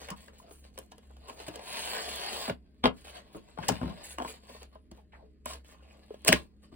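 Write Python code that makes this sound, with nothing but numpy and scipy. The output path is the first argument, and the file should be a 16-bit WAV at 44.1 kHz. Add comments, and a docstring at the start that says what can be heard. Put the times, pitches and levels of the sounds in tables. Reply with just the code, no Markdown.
"""A small cardboard box is turned by hand over a desk, close to a two-port microphone: fingers rub and tap it,
a long stroke slides along one face, the box knocks down and a flap snaps free.
Rubbing is shaped noise that drives a hollow wall; blows ring damped panel, wall and edge modes with noisy cracks.
Nails catch, skin scuffs and sprung flaps ring; a small dry room answers, over soft air and a low hum."""
import sys
import numpy as np
from scipy import signal
from scipy.fft import rfft, irfft, next_fast_len
from scipy.io import wavfile
from scipy.ndimage import uniform_filter1d, map_coordinates

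SR = 44100
rng = np.random.default_rng(int(sys.argv[2]) if len(sys.argv) > 2 else 0)


def dump_mix(stems):
    """Bounce the given channels to the path in sys.argv[1] as a 16-bit WAV at rate SR."""
    frames = np.atleast_2d(stems).T  # one column per channel
    limited = np.clip(frames, -1, 1)  # hard clip at full scale
    pcm = np.round(limited * 32767).astype(np.int16)
    wavfile.write(sys.argv[1], SR, pcm)


N = 297675

# resting modes of the box walls: (frequency [Hz], relative level [dB], t60 [s])
WALL_MODES = [(432.5, -0.5, 0.076), (479, -4.5, 0.046), (555, 7, 0.023), (630, -3.5, 0.062),
              (680, -1, 0.021), (745, -2, 0.032), (936, -3, 0.056), (1045, -0.5, 0.064), (1100, -7, 0.028),
              (1190, -23, 0.022)]
# where the box is held: (time [s], left-right lean [dB], room answer [dB]: drier when near)
PLACE_PATH = [(0, 2.5, 2), (2.4, -0.5, -8), (2.85, 4, -2.5), (3.351, 2.5, 5.5), (3.6, 11, -1.5),
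              (3.85, 9.5, 0), (4.2, 2.5, -3.5), (6.3, 1.5, -4.5)]
EDGE_HZ = 2600  # the fold mode that taps and bumps drive most


def amp(db):
    """Decibels to gain."""
    return 10 ** (np.asarray(db) / 20)


def unit(x):
    """Scale to rms 1."""
    return x / np.sqrt(np.mean(x ** 2) + 1e-20)


def along(points, hz):
    """Read (Hz, value) points on a log frequency axis."""
    f, v = np.transpose(points)
    return np.interp(np.log(hz + 1), np.log(f + 1), v)


def wobble(rate):
    """A smooth random curve, rate knots a second."""
    knots = rng.standard_normal(int(N * rate / SR) + 4)
    return map_coordinates(knots, [np.arange(N) * rate / SR])


def filtered(x, response):
    """Multiply the spectrum of x by a response of frequency."""
    n = x.shape[-1]
    m = next_fast_len(n + SR // 10)
    return irfft(rfft(x, m) * response(np.fft.rfftfreq(m, 1 / SR)), m)[..., :n]


def coloured(x, spectrum, size=4096):
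    """Causal minimum-phase filter with the given (Hz, dB) spectrum."""
    cepstrum = irfft(np.log(amp(along(spectrum, np.fft.rfftfreq(size, 1 / SR)))))
    cepstrum[1:size // 2] *= 2
    cepstrum[size // 2 + 1:] = 0
    impulse = irfft(np.exp(rfft(cepstrum)))
    return signal.fftconvolve(x, impulse)[:len(x)]


def struck(x, t):
    """Scale a blow to rms 1 from 1 ms before contact to 11 ms after."""
    return x / np.sqrt(np.mean(x[(t > -.001) & (t < .011)] ** 2) + 1e-20)


def ring(modes, t, driven_hz, focus_db, detune, scatter_db):
    """Damped modes; the place of contact favours those near driven_hz, and every grip shifts them a little."""
    hz, db, t60 = np.transpose(modes)[:, :, None]
    shift, size, side = rng.standard_normal((3, len(modes), 1))
    favour = focus_db * np.exp(-(np.log(hz / driven_hz) / 0.24) ** 2)
    waves = np.sign(side) * np.sin(2 * np.pi * hz * np.exp(detune * shift) * t)
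    return np.sum(waves * amp(db + favour + scatter_db * size - 60 * t / t60), 0)


def leaning(x, pan_db):
    """Two channels with a left-right level difference and unchanged power."""
    return unit(amp(np.array([[pan_db], [-pan_db]]) / 2)) * x


def in_room(x, wet_db, aim=1, size=256):
    """Direct sound at both ports, plus a fresh diffuse answer of desk and walls."""
    # phase by which the left port leads the right, at aim 1: (frequency [Hz], phase [rad])
    port_lead = [(100, 0), (350, -.55), (750, -1.5), (1200, -1.7), (1600, -5.1), (2450, -5.8), (3400, -8.8),
                 (5200, -9.8), (6700, -9), (8400, -6.4), (10000, -6.1), (12000, -3.2), (13400, -3),
                 (14800, 0)]
    # decay of the diffuse answer: (frequency [Hz], t60 [s])
    room_decay = [(100, 0.36), (500, 0.16), (2000, 0.13), (6000, 0.092), (15000, 0.25)]
    # diffuse answer before wet_db; deep bass and treble arrive mostly direct: (frequency [Hz], level [dB])
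    wet_colour = [(60, -17), (150, -5.5), (300, -7), (700, -3.5), (3000, 1), (6000, -3.5), (15000, -22.5)]
    ports = np.array([[1], [-1]])
    direct = filtered(x, lambda hz: np.exp(.5j * aim * along(port_lead, hz) * ports))
    hz, t, z = signal.stft(rng.standard_normal((2, SR // 4)), SR, nperseg=size)
    decay = amp(-60 * t / along(room_decay, hz)[:, None])
    build_up = 1 - np.exp(-t / 0.00036)
    tail = signal.istft(z * decay * build_up, SR, nperseg=size)[1]
    answer = signal.fftconvolve(x, tail / np.linalg.norm(tail[0]), axes=1)[:, :x.shape[1]]
    return direct + filtered(answer, lambda hz: amp(wet_db + along(wet_colour, hz)))


def friction(spectrum, catches, catch_db, uneven_db, grit_db, patchy_db, size=512):
    """Tiny slips in gritty clumps and some larger catches a second; the colour drifts as the contact travels."""
    slips = unit(rng.standard_normal(N) * amp(grit_db * wobble(450)))
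    larger = (rng.random(N) < catches / SR) * rng.standard_normal(N)
    z = signal.stft(slips + amp(catch_db) * unit(larger), nperseg=size)[2]
    # random patches, smoothed over frequency and then over time
    field = uniform_filter1d(rng.standard_normal(z.shape), size=5, axis=0)
    field = uniform_filter1d(field, size=22, axis=1)
    drifting = signal.istft(z * amp(patchy_db * unit(field)), nperseg=size)[1][:N]
    return unit(coloured(drifting, spectrum)) * amp(uneven_db * wobble(60))


def hollowed(x, size=1024):
    """Lift the band around the rubbed wall's hollow resonance, which moves with the hand."""
    # (time [s], frequency [Hz])
    hollow_path = [(1.7, 700), (1.95, 900), (2.15, 780), (2.45, 750), (3.1, 650), (4.3, 700), (4.5, 1080),
                   (6.15, 1080)]
    lift_db, width = 3.5, 0.14  # width as a share of the pitch
    hz, t, z = signal.stft(x, SR, nperseg=size)
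    away = np.log((hz[:, None] + 1) / np.interp(t, *np.transpose(hollow_path))) / width
    return unit(signal.istft(z * amp(lift_db * np.exp(-away ** 2)), SR, nperseg=size)[1][:N])


def gestures(t):
    """(level dB, brightness dB) over time for the restless grip, the long slide and each short stroke."""
    # the holding hand never rests entirely, before its random waver: (time [s], level [dB])
    grip = [(0, -75), (2.4, -73), (2.65, -77), (3, -72), (4.6, -69), (4.85, -80), (5.4, -83.5), (5.7, -74),
            (6.25, -69), (6.5, -80)]
    # the long slide along one face: (time [s], level [dB])
    slide = [(1.6, -57.5), (1.68, -42.5), (1.75, -37.5), (1.85, -39), (1.94, -35.5), (2.06, -38.5),
             (2.35, -38.5), (2.49, -40), (2.55, -68)]
    # skin on card: (start [s], length [s], reference level [dB],
    # mid-stroke brightness [dB]: flat palm low, fingertip high; onset time per 20 dB of rise [s])
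    strokes = [(0, 0.05, -53, -8.5, 0.0068), (0.161, 0.078, -58.5, -3, 0.02), (.32, 0.057, -68, -8, 0.032),
               (0.381, 0.0081, -63, 15, 0.01), (.41, 0.079, -64, -27.5, .03),
               (.49, 0.1, -66.5, 18.5, 0.062), (0.633, 0.012, -59, -6, 0.016),
               (0.736, 0.096, -67.5, 6, 0.011), (1.02, 0.15, -76, -15, 0.04),
               (1.197, 0.16, -60, -21, 0.067), (1.273, 0.093, -61, 0, 0.011),
               (1.363, 0.093, -52.5, -10.5, 0.0051), (1.44, .03, -59, -1, .02),
               (1.464, 0.0046, -41.5, -12, 0.0079), (1.51, 0.17, -54.5, -15, 0.043),
               (2.631, 0.21, -79.5, -12, 0.015), (2.95, 0.066, -60, -5, 0.06), (3.042, 0.06, -53, -4, 0.01),
               (3.106, 0.071, -52.5, -16.5, 0.014), (3.2, 0.16, -68.5, -26, 0.027),
               (3.324, 0.056, -62.5, -2.5, 0.0085), (3.41, 0.081, -61, -15, 0.13),
               (3.468, 0.14, -65.5, -9, 0.025), (3.578, 0.08, -53.5, -24, 0.028),
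               (3.635, 0.13, -47, -17, 0.015), (3.77, .27, -55.5, -21, 0.034),
               (4.036, 0.076, -48.5, 5.5, 0.019), (4.263, 0.024, -43, 3, 0.1),
               (4.32, 0.036, -56, -7, 0.019), (4.415, 0.079, -61, -8, .04), (4.467, .155, -56, -8.5, 0.012),
               (4.716, 0.034, -67.5, -16, 0.022), (4.921, 0.052, -65, -7.5, 0.025),
               (5.125, .14, -76, -18, 0.015), (5.457, 0.06, -46.5, -6, 0.011), (5.643, 0.1, -61, -2, 0.011),
               (5.819, 0.3, -66.5, -13.5, 0.016), (6.215, 0.024, -62.5, -11, 0.018),
               (6.264, 0.019, -29, -12, 0.021), (6.33, 0.015, -37.5, -11, .015),
               (6.626, 0.0048, -58.5, -6, 0.018), (6.716, 0.024, -62.5, -22, 0.0083)]
    sag_db_per_s, release_db_per_s, dulls_db_per_s = 8, 297, 3
    s, db = np.transpose(slide)
    grip_db = np.interp(t, *np.transpose(grip)) + 3 * wobble(5.4)
    slide_db = np.interp(t, s, db, left=-np.inf, right=-np.inf)
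    slide_bright_db = -4 - 5.5 * (t - s[0])  # the hand flattens as it travels
    moves = [(grip_db, -10.5), (slide_db, slide_bright_db)]
    pressure_db = 2.05 * wobble(24)  # a light touch presses unevenly
    for start, length, level_db, bright_db, rise in strokes:
        age = t - start
        attack = 20 * np.minimum(age / rise - .5, 0)
        release = release_db_per_s * np.maximum(age - length, 0)
        past_middle = np.clip(age, 0, length) - length / 2  # a stroke slows, so it sags and dulls
        stroke_db = level_db + pressure_db + attack - sag_db_per_s * past_middle - release
        moves.append((stroke_db, bright_db - dulls_db_per_s * past_middle))
    return moves


def travelling(x, wet_db, size=8192):
    """The hand keeps moving, so the room answers each short stretch afresh."""
    padded = np.pad(x, ((0, 0), (size, 2 * size)))
    out, fade = np.zeros_like(padded), signal.get_window("hann", size)
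    for i in range(size // 2, N + size, size // 2):
        stretch = np.pad(padded[:, i:i + size] * fade, ((0, 0), (0, size)))
        out[:, i:i + 2 * size] += in_room(stretch, wet_db)
    return out[:, size:size + N]


def rubbing():
    """Sliding drives the walls into a hollow drone; the rough card scrapes, and hisses more under a fingertip."""
    # noise colours of rubbed card, low, middle and high: (frequency [Hz], relative level [dB])
    drone_colour = [(70, -27), (160, -5), (320, -4), (430, 2), (550, 1.5), (700, 2.5), (900, -1.5),
                    (1100, -0.5), (1350, -7), (2200, -28.5)]
    scrape_colour = [(800, -30), (1350, -3), (1650, -1.5), (2000, -4), (2350, -4), (3000, -2.5),
                     (3800, -3.5), (4500, 1), (5100, -4.5), (7000, -44)]
    hiss_colour = [(3300, -33), (5200, -12.5), (6600, 4), (7500, 1.5), (10000, 0.5), (13000, -4.5),
                   (16000, -3.5)]
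    # colours of single slips and of snagged coarse fibres: (frequency [Hz], relative level [dB])
    crackle_colour = [(150, -19), (500, 17), (1100, -0.5), (3000, -2), (6000, -12), (16000, -22)]
    snag_colour = [(250, -18), (600, -2), (1050, 3), (1350, -7.5), (2400, -2), (4200, -0.5), (7000, -19.5)]
    levels = np.full((3, N), -np.inf)
    for db, bright_db in gestures(np.arange(N) / SR):
        # a brighter touch loses drone and gains hiss; the strongest gesture wins
        levels = np.maximum(levels, [db - 0.5 * bright_db, db, db + 0.51 * bright_db])
    drone_db, scrape_db, hiss_db = levels

    drive, pressing = [friction(drone_colour, catches=180, catch_db=-11, uneven_db=-1.6,
                                grit_db=1.5, patchy_db=3.0) for _ in range(2)]
    walls = ring(WALL_MODES, np.arange(SR // 4) / SR, 800, focus_db=7, detune=.008, scatter_db=1)
    hollow = unit(signal.fftconvolve(pressing, walls)[:N])
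    drone = amp(drone_db - 10.5) * hollowed(drive + amp(-1.5) * hollow)
    scrape = amp(scrape_db - 5.5) * friction(scrape_colour, catches=280, catch_db=-11.0, uneven_db=0.64,
                                             grit_db=3, patchy_db=2)
    hiss = amp(hiss_db - 3.5) * friction(hiss_colour, catches=580, catch_db=-13.0, uneven_db=1.25,
                                         grit_db=-3.0, patchy_db=4.0)
    # a light touch sticks and slips in separate crackles, which grow no further once a stroke passes -58 dB
    sticks = (rng.random(N) < 45 / SR) * rng.standard_normal(N)
    crackle = amp(np.minimum(scrape_db, -58) - 5.5) * unit(coloured(sticks, crackle_colour))
    # dry skin also snags on coarse fibres, following the level of the stroke
    snags = (rng.random(N) < 190 / SR) * rng.standard_normal(N)
    grit = amp(scrape_db - 9) * unit(coloured(snags, snag_colour))
    rough = scrape + hiss + crackle + grit
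    return travelling(leaning(drone, pan_db=3.0) + leaning(rough, pan_db=0.1), wet_db=3.0)


def room_tone():
    """Narrow bands of hum swell and fade irregularly over soft air noise, nearly alike at both ports."""
    # wavering hum bands: (centre [Hz], rms level [dB], waver [random knots per s])
    hum_bands = [(66.5, -58.5, 11), (207.6, -70, 5), (248, -74.5, 12), (310, -77, 12), (418, -81, 7.9),
                 (616, -87, 6)]
    # colour of the still air: (frequency [Hz], relative level [dB])
    air_colour = [(20, -2), (45, 9.5), (80, -5.5), (110, -3.5), (200, 0), (430, -10.5), (600, -22.5),
                  (800, -44), (2000, -31), (4500, -60.5), (6000, -53), (16000, -62)]
    t, hum = np.arange(N) / SR, 0
    for hz, db, waver in hum_bands:
        in_phase = (1 + wobble(waver)) * np.sin(2 * np.pi * hz * t)
        quadrature = wobble(waver) * np.cos(2 * np.pi * hz * t)
        hum = hum + amp(db) * unit(in_phase + quadrature)
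    shared, left, right = [unit(coloured(rng.standard_normal(N), air_colour)) for _ in range(3)]
    return hum + amp(-65) * shared + amp(-67.0) * np.array([left, right])


def crack(spectrum, t, contact, drag_db, release_db, crush_db, crush_t60):
    """Card drags, gives way within the contact time, then its fibres crush briefly."""
    give = np.exp(-np.abs(t) / contact * np.where(t < 0, 2, 1))
    drag = amp(drag_db) * np.exp(-np.abs(t) / 0.0023)
    crush = amp(crush_db - 60 * np.abs(t) / crush_t60)
    around = np.where(t < 0, drag, crush)
    # one clean jolt dominates a short contact; a long one is mostly scuff
    release = amp(release_db) * (t == 0)
    return struck(coloured((give + around) * rng.standard_normal(len(t)) + release, spectrum), t)


def add(out, s, sound, wet_db, pan_db=0):
    """Add a small close sound, with its room answer, at time s."""
    heard = in_room(leaning(sound, pan_db), wet_db)
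    out[:, round(s * SR):][:, :len(sound)] += heard


def nail_catches():
    """A nail catches on the cut edge, too lightly to move the box: only a bright crack is heard."""
    # (time [s], level [dB])
    catches = [(.016, -60), (.385, -65), (0.7884, -43.5), (.862, -70), (.982, -65), (1.072, -75),
               (1.112, -73), (1.169, -84), (1.561, -60), (5.458, -39.5), (6.22, -67), (6.249, -51)]
    # (frequency [Hz], relative level [dB])
    catch_colour = [(1500, -23.5), (4000, -13), (8000, 4.5), (12000, 5), (16000, -5)]
    out, t = np.zeros((2, N + SR)), np.arange(SR // 3) / SR
    for s, db in catches:
        snick = crack(catch_colour, t, 0.00044, drag_db=-25, release_db=12, crush_db=-14.5, crush_t60=.03)
        add(out, s, amp(db) * snick, wet_db=-1.5)
    return out[:, :N]


def scuffs(count=48):
    """Skin judders over the card: a run of tiny decaying slips whose pitch glides and scatters."""
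    # (start [s], length [s], level [dB], first pitch [Hz], last pitch [Hz], pitch scatter [share])
    scuff_list = [(0.085, 0.011, -44, 2000, 1710, 0.42), (0.277, 0.011, -61.5, 1750, 1680, 0.26),
                  (0.315, 0.055, -77, 1540, 1250, 0.12), (3.625, 0.018, -45.5, 2290, 2400, 0.51),
                  (4.275, 0.016, -49, 2260, 2360, 0.023), (4.278, 0.031, -57, 3030, 3670, 0.03),
                  (4.977, 0.028, -60.5, 773, 696, 0.34), (5.121, 0.05, -61, 2090, 1500, 0.387),
                  (5.124, .18, -63, 800, 488, 0.21), (5.478, 0.08, -60, 1060, 1000, 0.054),
                  (5.665, 0.21, -70, 1080, 1060, 0.089), (5.723, 0.38, -74.5, 2710, 2500, 0.11),
                  (5.799, 0.33, -69, 650, 594, 0.035)]
    out, t = np.zeros((2, N + SR)), np.arange(SR // 3) / SR
    for s, length, db, first_hz, last_hz, scatter in scuff_list:
        progress = (np.arange(count) + rng.random(count)) / count
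        pitch, strength = rng.standard_normal((2, count, 1))
        slip_hz = np.geomspace(first_hz, last_hz, count)[:, None] * np.exp(scatter * pitch)
        cycles = slip_hz * t[:SR // 50]
        swell = np.sin(np.pi * np.sqrt(progress))[:, None]
        slips = np.sin(2 * np.pi * cycles) * np.exp(-cycles / 3) * amp(5.7 * strength) * swell
        at = (progress * length * SR).astype(int)[:, None] + np.arange(SR // 50)
        run = np.bincount(at.ravel(), slips.ravel(), len(t))[:len(t)]
        loudness = np.sqrt(np.sum(run ** 2) / (length * SR))
        add(out, s, amp(db) * run / loudness, wet_db=1)
    return out[:, :N]


def plucks():
    """A wall or flap springs free and rings with one hollow decaying note."""
    # (time [s], level [dB], pitch [Hz], t60 [s])
    pluck_list = [(.088, -45.5, 520, 0.027), (0.1, -46, 1380, 0.043), (0.114, -41, 1067, 0.05),
                  (.122, -51, 940, 0.046), (.138, -47.5, 985, 0.018), (.282, -57, 1690, 0.014),
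                  (0.282, -56, 460, .05), (0.4, -53.5, 1000, 0.024), (2.8572, -28, 870, 0.02),
                  (3.35, -46, 292, 0.09), (3.587, -37, 863, .035), (3.689, -25.5, 795, 0.028),
                  (3.701, -32, 403, 0.064), (4.187, -43, 340, 0.057), (4.202, -37, 713, 0.11),
                  (4.213, -43, 676, 0.059), (4.548, -57, 460, .05), (4.631, -54, 576, 0.015),
                  (4.755, -50.5, 628, 0.073), (4.754, -57, 1028, .04), (5.236, -59.5, 431, 0.37),
                  (5.458, -47.5, 1050, 0.064), (5.507, -45, 1050, 0.11), (6.107, -39.5, 424, 0.043),
                  (6.143, -49, 543, 0.017), (6.288, -21.5, 634, 0.072), (6.2882, -32, 1557, .02),
                  (6.3278, -19.5, 1957, 0.0062), (6.328, -28, 478, 0.018), (6.33, -25.5, 336, 0.077)]
    out, t = np.zeros((2, N + SR)), np.arange(SR // 3) / SR
    when, pan_db, _ = np.transpose(PLACE_PATH)
    for s, db, hz, t60 in pluck_list:
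        note = np.sin(2 * np.pi * hz * t) * amp(-60 * t / t60) * (1 - np.exp(-t / 0.00088))
        add(out, s, amp(db) * struck(note, t), wet_db=-10, pan_db=np.interp(s, when, pan_db))
    return out[:, :N]


def favoured(spectrum, driven_hz, focus_db):
    """The place of contact lifts a spectrum around driven_hz."""
    return [(hz, db + focus_db * np.exp(-(np.log(hz / driven_hz) / 0.23) ** 2)) for hz, db in spectrum]


def blow(t, knock_db, thump_db, snap_db, tick_db, contact, panel_hz, wall_hz, edge_hz, pan_db, wet_db):
    """One contact flexes the panels, rings the walls and cracks at the edge it touches."""
    # resting modes of whole panels flexing on the enclosed air, the lowest a mode of the desk beneath:
    # (frequency [Hz], relative level [dB], t60 [s])
    panel_modes = [(66, -7, 0.34), (112, -2.5, 0.094), (184, -2, 0.07), (252, -9, 0.088), (249.7, -8, 0.13),
                   (301.6, -11.5, 0.15), (340, -4.5, 0.077)]
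    # resting modes of stiff folds and edges: (frequency [Hz], relative level [dB], t60 [s])
    edge_modes = [(1430, -3.5, 0.044), (1673, 3.5, 0.072), (1940, -1.5, 0.01), (2230, -2.5, 0.011),
                  (2500, -3, 0.046), (2826, -3.5, 0.07), (3020, -4.5, 0.056)]
    # low, middle and high colours of struck card: (frequency [Hz], relative level [dB])
    knock_colour = [(100, -40.5), (250, -3), (450, -4), (750, -4.5), (1100, -4.5), (1450, -5.5),
                    (2500, -51.5)]
    snap_colour = [(700, -31), (1300, -9), (1750, -4.5), (2100, -2), (2600, -7.5), (3100, -1), (3900, -3.5),
                   (5000, -10.5), (7500, -51.5)]
    tick_colour = [(2800, -26.5), (4600, 3), (7500, -1), (10000, -2.5), (12500, -12), (16000, -4)]
    after = np.maximum(t, 0)
    press = 1 - np.exp(-after / contact)  # a slow contact sets the modes going gently

    panels = ring(panel_modes, after, panel_hz, focus_db=15.0, detune=0.024, scatter_db=4.5)
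    panels = struck(press * panels, t)
    walls = ring(WALL_MODES, after, wall_hz, focus_db=10, detune=.015, scatter_db=2)
    walls = struck(press * walls, t)
    # the short waves along the folds reach each port in their own phase
    edges = [ring(edge_modes, after, edge_hz, focus_db=6, detune=.012, scatter_db=2) for _ in range(2)]
    edges = np.array([struck(press * edge, t) for edge in edges])

    dull_crack = crack(favoured(knock_colour, wall_hz, focus_db=7), t, contact,
                       drag_db=-9.5, release_db=15.0, crush_db=-9.0, crush_t60=0.035)
    knock = struck(walls + amp(-1.5) * dull_crack, t)
    edge_crack = crack(favoured(snap_colour, edge_hz, focus_db=5.5), t, contact,
                       drag_db=-10.5, release_db=2.5, crush_db=-22.5, crush_t60=0.06)
    snap = amp(-7.0) * edges + edge_crack
    tick = crack(tick_colour, t, contact * 1.3,
                 drag_db=-21.0, release_db=1.5, crush_db=-15.0, crush_t60=0.063)
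    body = leaning(amp(knock_db) * knock, pan_db) + leaning(amp(thump_db) * panels, pan_db * 0.22)
    dry_blow = body + amp(snap_db - 6.0) * snap + amp(tick_db) * tick
    # each contact comes from a slightly different direction
    return in_room(dry_blow, wet_db, aim=1 + .07 * rng.standard_normal())


def tap(s, db, hardness, wall_hz, contact):
    """A finger barely flexes the panels; the more nail in a tap, the more it snaps and ticks."""
    # snap and tick settings over the knock, from softest pad to hardest nail
    snap_db = -16.5 + hardness * (4.5 - -16.5)
    tick_db = -45 + hardness * (8 - -45)
    thump_db, panel_hz = -13, 264
    return s, db, db + thump_db, db + snap_db, db + tick_db, contact, panel_hz, wall_hz, EDGE_HZ


def bump(s, db, panel_hz):
    """The mat cushions a bump, so it is mostly panel thump."""
    knock_db, snap_db, tick_db = -11.5, -20.5, -29.5  # settings over the thump
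    wall_hz, contact = 600, 0.003  # Hz, s
    return s, db + knock_db, db, db + snap_db, db + tick_db, contact, panel_hz, wall_hz, EDGE_HZ


def contacts():
    """Knocks, taps and bumps all ring the same box, from wherever it is held."""
    # fingers tap the card: (time [s], knock level [dB], hardness [0 pad - 1 nail],
    # most driven wall mode [Hz], contact time [s])
    taps = [(0.017, -51.5, 0.66, 740, 0.0033), (.087, -49, 0.76, 570, 0.0006),
            (0.104, -47, 0.92, 1200, 0.0015), (.122, -47, 0.36, 1045, 0.00074),
            (0.282, -51, 0.52, 410, 0.0006), (0.511, -52, 0.48, 460, 0.0012),
            (.778, -46, 0.76, 626, 0.00037), (.787, -47, 0.63, 587, 0.0024),
            (.919, -51.5, 0.71, 870, 0.0046), (0.982, -57.5, 0.7, 456, 0.0025),
            (1.032, -67.5, 0.62, 970, 0.0012), (1.105, -58.5, 0.19, 800, 0.00097),
            (1.168, -61, 0.69, 700, 0.0012), (1.286, -47, 0.67, 1010, 0.005),
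            (1.298, -45.5, 0.68, 860, 0.0035), (1.402, -47, 0.69, 930, 0.00049),
            (1.483, -41.5, 0.74, 533, 0.0035), (1.541, -50, 0.63, 850, 0.0005),
            (1.558, -45.5, 0.8, 500, 0.0022), (1.594, -45.5, 0.56, 700, 0.0006),
            (1.968, -45, 0.81, 950, 0.00066), (2.05, -50, 0.6, 905, 0.0008), (2.849, -29, 0.3, 1085, 0.001),
            (2.876, -32, 0.35, 540, 0.00091), (3.348, -45.5, 0.03, 500, 0.0032),
            (3.361, -59, 0.05, 1030, 0.0017), (3.5757, -43, 0.25, 890, 0.0006),
            (3.587, -42.5, 0.5, 850, 0.00049), (3.633, -46.5, 0.6, 850, 0.0027),
            (3.742, -53, 0.76, 700, 0.002), (3.815, -40.5, 0.091, 600, 0.00047),
            (3.8311, -40, 0.21, 890, 0.00099), (3.86, -49.5, 0.1, 880, 0.003),
            (3.879, -48, 0.15, 600, 0.0026), (3.901, -49, 0.56, 900, 0.004), (3.923, -54, 0.42, 900, .003),
            (4.185, -35.5, 0.59, 1010, 0.00021), (4.2015, -35.5, 0.25, 1020, 0.00058),
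            (4.214, -41.5, 0.2, 890, 0.00074), (4.222, -39.5, 0.56, 710, 0.00031),
            (4.229, -43.5, 0.29, 1000, 0.00065), (4.249, -36.5, 0.3, 965, 0.0017),
            (4.288, -47.5, 0.36, 460, 0.02), (4.496, -49, 0.62, 535, 0.0082),
            (4.549, -52.5, 0.22, 650, 0.0041), (4.631, -54.5, 0.85, 620, 0.0009),
            (4.756, -55.5, 0.22, 630, 0.0055), (4.915, -58.5, 0.82, 637, 0.0021),
            (5.46, -38, 0.58, 870, 0.00085), (5.502, -50, 0.85, 710, 0.017), (5.535, -49, 0.9, 880, 0.0043),
            (6.106, -50.5, 0.083, 517, 0.0015), (6.143, -53.5, 0.58, 536, 0.004),
            (6.249, -44, 0.93, 480, 0.00052), (6.262, -36.5, 0.55, 630, 0.0038)]
    # the box bumps and rocks on the soft mat: (time [s], thump level [dB], most driven panel mode [Hz])
    bumps = [(0.112, -43, 175), (1.482, -41, 290), (2.505, -36.5, 185), (3.348, -48, 257),
             (3.587, -40, 213), (3.602, -42.5, 190), (3.633, -48, 182), (3.814, -34, 212), (3.83, -36, 240),
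             (3.846, -42, 250), (3.858, -35.5, 180), (3.867, -45, 238), (3.897, -39.5, 200),
             (4.915, -49, 167), (6.294, -29, 175.5), (6.336, -29.5, 171.5), (6.725, -50, 254)]
    # the box lands or its flap snaps: (time [s], wall knock level [dB], panel thump level [dB],
    # edge snap level before a 6 dB cut [dB], nail tick level [dB], contact time [s],
    # most driven panel mode [Hz], most driven wall mode [Hz], most driven edge mode [Hz])
    knocks = [(2.481, -36.5, -36.5, -41, -67, 0.0042, 225, 740, 2400),
              (2.498, -30, -37.5, -33.5, -50, 0.0035, 183.6, 555, 2200),
              (2.8405, -25.5, -27, -24.5, -47, 0.0005, 225, 800, 2150),
              (2.8448, -28, -27.5, -34, -52.5, 0.00029, 265, 453, 2100),
              (2.857, -21, -33.5, -20.5, -43.5, 0.00055, 248, 720, 2480),
              (2.868, -30.5, -33.5, -43, -52, 0.0017, 215, 544, 2720),
              (3.685, -54, -36, -32, -29.5, 0.0022, 189, 1030, 4400),
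              (3.6895, -30, -47, -30, -30.5, 0.00025, 182.5, 770, 2300),
              (3.6955, -29, -34, -47, -49, 0.00025, 211, 638, 2300),
              (3.707, -46, -29, -57, -54, 0.00082, 222, 433, 2300),
              (3.722, -48, -34, -39.5, -48, 0.002, 189, 430, 1524),
              (6.278, -29, -49, -24, -24, 0.0039, 189.4, 449, 2546),
              (6.2815, -34, -47.5, -17, -19, 0.00064, 190, 651, 2800),
              (6.2885, -27, -28.5, -19, -26, 0.001, 172, 640, 2917),
              (6.324, -24, -41.5, -30.5, -39.5, 0.0008, 335, 642, 2070),
              (6.328, -25, -32.5, -15, -23.5, 0.0004, 320, 418, 1982)]
    lead = SR // 25  # room for the drag before each contact
    out, t = np.zeros((2, N + SR)), np.arange(-lead, SR // 3) / SR
    events = [*knocks, *[tap(*row) for row in taps], *[bump(*row) for row in bumps]]
    when, pan_db, wet_db = np.transpose(PLACE_PATH)
    for s, *touch in events:
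        heard = blow(t, *touch, np.interp(s, when, pan_db), np.interp(s, when, wet_db))
        out[:, round(s * SR):][:, :len(t)] += heard
    return out[:, lead:lead + N]


def scene():
    """Box and hands in the quiet room."""
    return rubbing() + room_tone() + nail_catches() + contacts() + scuffs() + plucks()


def record(dry):
    """The microphone chain loses the deepest bass, rounds off high peaks and ends steeply at its band limit."""
    top_hz = 15850
    x = signal.sosfilt(signal.butter(4, 34, "highpass", fs=SR, output="sos"), dry)
    x = x / (1 + np.abs(x / .85) ** 4) ** (1 / 4)
    return filtered(x, lambda hz: 1 / np.sqrt(1 + (hz / top_hz) ** 400))


dry = scene()
out = record(dry)
dump_mix(out)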